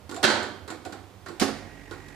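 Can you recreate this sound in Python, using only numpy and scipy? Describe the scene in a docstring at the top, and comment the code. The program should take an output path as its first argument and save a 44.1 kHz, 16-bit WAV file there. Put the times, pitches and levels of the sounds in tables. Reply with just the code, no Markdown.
"""A slot machine in a small tiled room. Over a bed of air, rumble and low hum, switches start clicking
inside the cabinet, with pinging springs and dull lever knocks. A heavy latch slams, chatters and rings
the panels, and the clicks carry on. The reel motors fade up as a second, boxier clack releases the
reels, which whirr and whine to the end under a few last clicks. Every blow rattles the cabinet briefly
and dies away in the room."""
import sys
import numpy as np
from scipy import signal
from scipy.fft import irfft
from scipy.io import wavfile
from scipy.ndimage import uniform_filter1d

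SR = 44100
rng = np.random.default_rng(int(sys.argv[2]) if len(sys.argv) > 2 else 0)


def wav_record(signal):
    """Record a signal, one row per channel, as 16-bit PCM in the file named by sys.argv[1]."""
    frames = np.transpose(np.atleast_2d(signal))
    bounded = np.clip(frames, -1, 1)
    # unit amplitude maps onto the largest positive 16-bit level
    quanta = np.round(bounded * 32767).astype(np.int16)
    wavfile.write(sys.argv[1], SR, quanta)


N = 94815
TIME = np.arange(SR) / SR  # the one-second span of a single hit

# Reverb time of the tiled room (frequency [Hz], t60 [s])
ROOM_DECAY = [(120, 0.83), (300, 0.69), (1000, 0.65), (3000, 0.58), (7000, 0.5), (14000, 0.42)]
# Stereo image, tight in the low mids and wide on top (frequency [Hz], left-right likeness [0-1])
COHERENCE = [(60, 0.65), (180, 0.88), (550, 0.89), (1650, 0.48), (4970, 0.31), (15000, 0.038)]


def amp(db):
    """Decibels to gain."""
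    return 10 ** (np.asarray(db) / 20)


def unit_rms(x):
    """Scales to rms 1."""
    return x / np.sqrt(np.mean(x ** 2) + 1e-20)


def read(points, hz):
    """Reads a curve on a log-frequency axis."""
    f, value = np.transpose(points)
    return np.interp(np.log(hz + 1), np.log(np.maximum(f, 0) + 1), value)


def add(mix, s, sound):
    """Lays a stereo sound into the mix at s seconds."""
    part = mix[:, max(round(s * SR), 0):][:, :sound.shape[1]]
    part += sound[:, :part.shape[1]]


def fade(t, t60):
    """Exponential decay, 60 dB down at t60."""
    return np.exp(-np.log(1000) * t / np.maximum(t60, 1e-3))


def pan(hz):
    """Left and right gains: the bass leans right, the top sits near the centre."""
    # Stereo balance (frequency [Hz], left minus right [dB])
    balance = [(60, -13), (180, -12.5), (550, -10.5), (1650, -7), (4970, -3), (15000, 0)]
    ratio = amp(read(balance, np.atleast_1d(hz)))
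    return 2 * np.array([ratio, np.ones_like(ratio)]) / (1 + ratio)


def noise(gain, size, right_delay_s=.00002):
    """Stereo noise coloured by gain(hz), with rms 1 in mono; it reaches the left side first."""
    hz = np.fft.rfftfreq(size, 1 / SR)
    common, diffuse = np.exp(2j * np.pi * rng.random((2, len(hz))))
    likeness = np.clip(read(COHERENCE, hz), 0, 1)
    delay = np.exp(-2j * np.pi * hz * right_delay_s)
    right = likeness * common * delay + np.sqrt(1 - likeness ** 2) * diffuse
    x = irfft(np.array([common, right]) * gain(hz) * pan(hz), size)
    return x / x.mean(0).std()


def band(centre_hz, width_hz, size):
    """Noise in one steep resonance."""
    return noise(lambda hz: 1 / (1 + (2 * (hz - centre_hz) / width_hz) ** 2), size)


def drone(lines, waver_rad, fastest_hz):
    """Steady tones whose phase wavers slowly."""
    t = np.arange(N) / SR
    rates = fastest_hz * np.geomspace(.1, 1, 8)
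    out = np.zeros((2, N))
    for hz, db in lines:
        drift = unit_rms(sum(np.sin(2 * np.pi * (r * t + rng.random())) for r in rates))
        out += pan(hz) * amp(db) * np.sqrt(2) * np.sin(2 * np.pi * hz * t + waver_rad * drift)
    return out


def room_tone():
    """The bed: soft air, a narrow rumble and a low hum."""
    # Colour of the room's air (frequency [Hz], relative level [dB])
    air_tone = [(76, -22.5), (130, -6.5), (252, -9.5), (415, -12), (1040, -16), (1170, -18), (1620, -21),
                (3390, -25.5), (15500, -37.5)]
    # The hum's single tone (frequency [Hz], level [dB])
    hum = [(100, -56)]
    air = amp(-53.5) * noise(lambda hz: amp(read(air_tone, hz)), N)
    rumble = amp(-56) * band(centre_hz=83.6, width_hz=22, size=N)
    return air + rumble + drone(hum, waver_rad=0.79, fastest_hz=4.1)


def ripple(depth_db=2.5, spacing_hz=110, above_hz=1200):
    """Each blow lands on another spot and wakes its own mix of fine metallic resonances."""
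    grid = np.arange(0, SR / 2, spacing_hz)
    heights = rng.standard_normal(len(grid))
    return lambda hz: amp(depth_db * np.interp(hz, grid, heights) * hz / (hz + above_hz))


def blow(tone, bass_db, treble_db, rattle_t60, room_db, low_cut_hz, rise_s):
    """An uneven rattle in the cabinet, then the room's tail, whose highs die first."""
    fine = ripple()
    x = noise(lambda hz: amp(read(tone, hz)) * fine(hz) * hz ** 2 / np.hypot(hz ** 2, low_cut_hz ** 2),
              SR)
    hz, t, spectrum = signal.stft(x, SR, nperseg=256)
    hz = hz[:, None]
    bass_shelf = 1 / (1 + (hz / 550) ** 2)
    treble_shelf = hz ** 2 / (hz ** 2 + 3000 ** 2)
    chatter_db = 0.5 * rng.standard_normal(len(t))
    colour = amp(bass_db * bass_shelf + treble_db * treble_shelf + chatter_db)
    rattle = fade(t, rattle_t60)
    tail = amp(room_db) * (1 - np.exp(-t / 0.026)) * fade(t, read(ROOM_DECAY, hz))
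    x = signal.istft(spectrum * colour * np.hypot(rattle, tail), SR, nperseg=256)[1][:, :SR]
    return x * np.minimum(TIME / rise_s, 1)


def snap(grain_db=4):
    """Metal meets metal: an instant burst of tiny hard contacts."""
    # Bright colour of the contact (frequency [Hz], relative level [dB])
    tone = [(1000, -11), (3500, 4.5), (11000, -6), (15500, -24)]
    flicker = unit_rms(uniform_filter1d(rng.standard_normal(SR), size=24))
    grain = unit_rms(amp(grain_db * np.clip(flicker, -2, 2)))
    return noise(lambda hz: amp(read(tone, hz)), SR) * grain * fade(TIME, t60=.04)


def lever(centre_hz, octaves, rise_s=0.0068):
    """A knock on the levers; it favours the resonances near its centre pitch."""
    # Lever resonances (frequency [Hz], width [Hz], relative level [dB])
    modes = [(337, 65, 4), (517, 60, -5), (733, 120, -7), (1086, 61, -5), (1440, 105, -8),
             (1852, 180, -16.5), (4440, 670, -16)]

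    def gain(hz):
        power = sum(amp(db) ** 2 / (1 + (2 * (hz - f) / width) ** 2) ** 2 for f, width, db in modes)
        return np.sqrt(power) / (1 + (np.log2((hz + 1) / centre_hz) / octaves) ** 2)
    tail = amp(-17) * fade(TIME, read(ROOM_DECAY, centre_hz))
    decay = np.hypot(fade(TIME, t60=0.19), tail)
    return noise(gain, SR) * decay * (1 - np.exp(-TIME / rise_s))


def switches():
    """Light clicks, each with the ping of a small spring, and the duller knocks of their levers."""
    # Switch clicks (time [s], level [dB], bass [dB], treble [dB], relative spring ping [dB])
    clicks = [(.093, -43, 4, 6, -30), (0.113, -46.5, 16, 11.5, -21), (0.143, -42, 6, 7.5, -5),
              (0.163, -38.5, -2, 2.5, -1.5), (0.429, -35.5, 6, 1, -12), (.678, -36, -6.5, -0.5, -27),
              (0.702, -35, -0.5, 0, -8.5), (0.851, -40.5, 6, 4.5, -6), (0.924, -40, 1, 3, -12),
              (1.261, -35.5, -8.5, -5.5, -30), (1.284, -41.5, 7.5, 2.5, -24), (1.91, -39, 3, 0.5, -31),
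              (2.084, -58.5, -20, 13.5, -17)]
    # Colour of a click's body (frequency [Hz], relative level [dB])
    tone = [(88, -41), (150, -12), (326, 3.5), (595, -11.5), (736, -7.5), (844, -10.5), (1420, -10),
            (2920, -21.5), (4060, -18), (6350, -27.5), (7270, -22), (8010, -24.5), (15500, -46)]
    # Knocks of the levers behind the switches (time [s], level [dB], centre [Hz])
    knocks = [(0.115, -38, 1220), (.170, -32.5, 720), (.333, -24, 616), (0.707, -36, 470),
              (0.855, -35, 654), (0.937, -38.5, 800), (1.266, -40, 2030), (1.296, -36, 350),
              (1.912, -40.5, 1420)]
    out = np.zeros((2, N))
    ping_envelope = fade(TIME, t60=0.091) * np.minimum(TIME / 0.0027, 1)
    for s, db, bass_db, treble_db, ping_db in clicks:
        body = blow(tone, bass_db, treble_db, rattle_t60=0.19, room_db=-5.5, low_cut_hz=256, rise_s=.002)
        ping = amp(ping_db) * band(centre_hz=7270, width_hz=430, size=SR) * ping_envelope
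        edge = amp(treble_db - 7) * snap()
        knock = amp(-5.5) * lever(centre_hz=1830, octaves=1.2)
        add(out, s, amp(db) * (body + ping + edge + knock))
    for s, db, hz in knocks:
        add(out, s, amp(db) * lever(hz, octaves=0.34))
    return out


def panel_ring(modes, rise_s):
    """Struck panels ring in decaying tones; the high modes drift furthest out of step left to right."""
    out = np.zeros((2, SR))
    for hz, db, t60 in modes:
        turns = hz * TIME + rng.random()
        spread = rng.normal(size=(2, 1)) * (1 - read(COHERENCE, hz)) / 6
        out += pan(hz) * amp(db) * np.sin(2 * np.pi * (turns + spread)) * fade(TIME, t60)
    return out * (1 - np.exp(-TIME / rise_s))


def latch(ring_t60=0.7):
    """The heavy latch slams, chatters and sets the panels ringing."""
    # First contact, slam and rebounds (time [s], level [dB], bass [dB], treble [dB])
    hits = [(.228, -19, 0, 3.5), (.238, -14, 4, 5.5), (.245, -16, -10.5, 7), (.298, -17, -35, -1),
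            (.337, -25.5, -6.5, -10)]
    # Colour of the slam (frequency [Hz], relative level [dB])
    tone = [(35, -64), (60, -30), (102, -4), (183, -19.5), (220, 0), (253, -8), (359, -3), (394, -6),
            (599, -5), (1150, -10), (1520, -5.5), (2710, -19), (3120, -13.5), (4630, -15), (5200, -22.5),
            (8090, -26.5), (15500, -57)]
    # Hard snaps on the attack (time [s], level [dB])
    snaps = [(0.2294, -24.5), (0.2402, -23.5)]
    # Panel modes woken by the slam (frequency [Hz], relative level [dB])
    modes = [(223, -2.5), (360, -0.5), (598, -1.5), (901, -1.5), (965, -9.5), (1306, -4.5), (1495, 4),
             (1553, -4), (1613, -2.5), (1721, -6.5), (1812, -5.5), (2264, -13), (3186, -2.5), (3222, -10.5),
             (4287, -7)]
    out = np.zeros((2, N))
    for s, db, bass_db, treble_db in hits:
        hit = blow(tone, bass_db, treble_db, rattle_t60=0.092, room_db=-7, low_cut_hz=159, rise_s=0.0058)
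        add(out, s, amp(db) * hit)
    for s, db in snaps:
        add(out, s, amp(db) * snap())
    slam_s = hits[1][0]
    ring = panel_ring([(hz, db, ring_t60) for hz, db in modes], rise_s=0.00025)
    add(out, slam_s, amp(-29.5) * ring)
    return out


def reel_motors(start_s=1.24, rise_s=0.3, whine_hz=1910, wander=.007, wanders_per_s=50):
    """A low buzz fades up with a whirr and a wandering whine that both pulse with the motor steps."""
    # Motor buzz, the step rate first (frequency [Hz], level [dB])
    buzz_lines = [(48.4, -56), (96.9, -56), (145.3, -57), (279.9, -60)]
    # Colour of the spinning reels (frequency [Hz], relative level [dB])
    tone = [(120, -19), (270, 5), (560, -13), (860, -6), (1290, -23), (1600, -5.5), (2100, -6), (3370, -21),
            (7010, -23), (15500, -42)]
    t = np.arange(N) / SR
    steps = 1 + 0.35 * np.cos(2 * np.pi * buzz_lines[0][0] * t)
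    whirr = amp(-52.5) * noise(lambda hz: amp(read(tone, hz)) * hz ** 2 / (hz ** 2 + 130 ** 2), N)
    knots = np.arange(0, t[-1] + 1, 1 / wanders_per_s)
    pitch = whine_hz * (1 + wander * np.interp(t, knots, rng.standard_normal(len(knots))))
    whine = amp(-58.5) * pan(whine_hz) * np.sqrt(2) * np.sin(2 * np.pi * np.cumsum(pitch) / SR)
    buzz = drone(buzz_lines, waver_rad=0.41, fastest_hz=4.38)
    fade_in = np.clip((t - start_s) / rise_s, 0, 1)
    return fade_in * ((whirr + whine) * steps + buzz)


def reel_release():
    """A snap and a bright scrape, then the reel brake drops with a boxy thud."""
    # Scrape, two-part drop and rebound (time [s], level [dB], bass [dB], treble [dB])
    hits = [(1.398, -27, -18, 6), (1.411, -20, -2.5, -4.5), (1.419, -20.5, -3.5, -6.5), (1.477, -31, 4, -6)]
    # Colour of the thud (frequency [Hz], relative level [dB])
    tone = [(35, -51), (60, -5), (179, -16), (230, -4), (310, -10.5), (400, -9), (559, -15), (599, -17),
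            (738, -9.5), (1020, -22.5), (1100, -16.5), (3190, -22), (4630, -18.5), (10900, -32.5),
            (15500, -46)]
    # Panel modes woken by the drop (frequency [Hz], relative level [dB], t60 [s])
    modes = [(218.2, -6.5, 0.51), (274, -1.5, 0.38), (367.7, -3.5, 0.25), (407, -7, 0.31),
             (542, -18.5, 0.77), (659, -18, 0.28), (1105, -12.5, 0.31), (1833, -13, .35)]
    out = np.zeros((2, N))
    for s, db, bass_db, treble_db in hits:
        hit = blow(tone, bass_db, treble_db, rattle_t60=.19, room_db=-8.5, low_cut_hz=147, rise_s=.0037)
        add(out, s, amp(db) * hit)
    scrape_s, drop_s = hits[0][0], hits[2][0]
    add(out, scrape_s, amp(-30) * snap())
    add(out, drop_s, amp(-22) * panel_ring(modes, rise_s=0.00042))
    return out


def scene():
    """The mechanism plays over the room tone."""
    return room_tone() + switches() + latch() + reel_motors() + reel_release()


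def record(dry):
    """A soft limiter rounds off the highest peaks and a steep low-pass trims the very top."""
    ceiling, cutoff_hz = .8, 15400
    limited = dry / (1 + (dry / ceiling) ** 4) ** .25
    low_pass = signal.firwin(511, cutoff_hz, window=("kaiser", 9), fs=SR)
    return signal.oaconvolve(limited, low_pass[None], "same")


dry = scene()
out = record(dry)
wav_record(out)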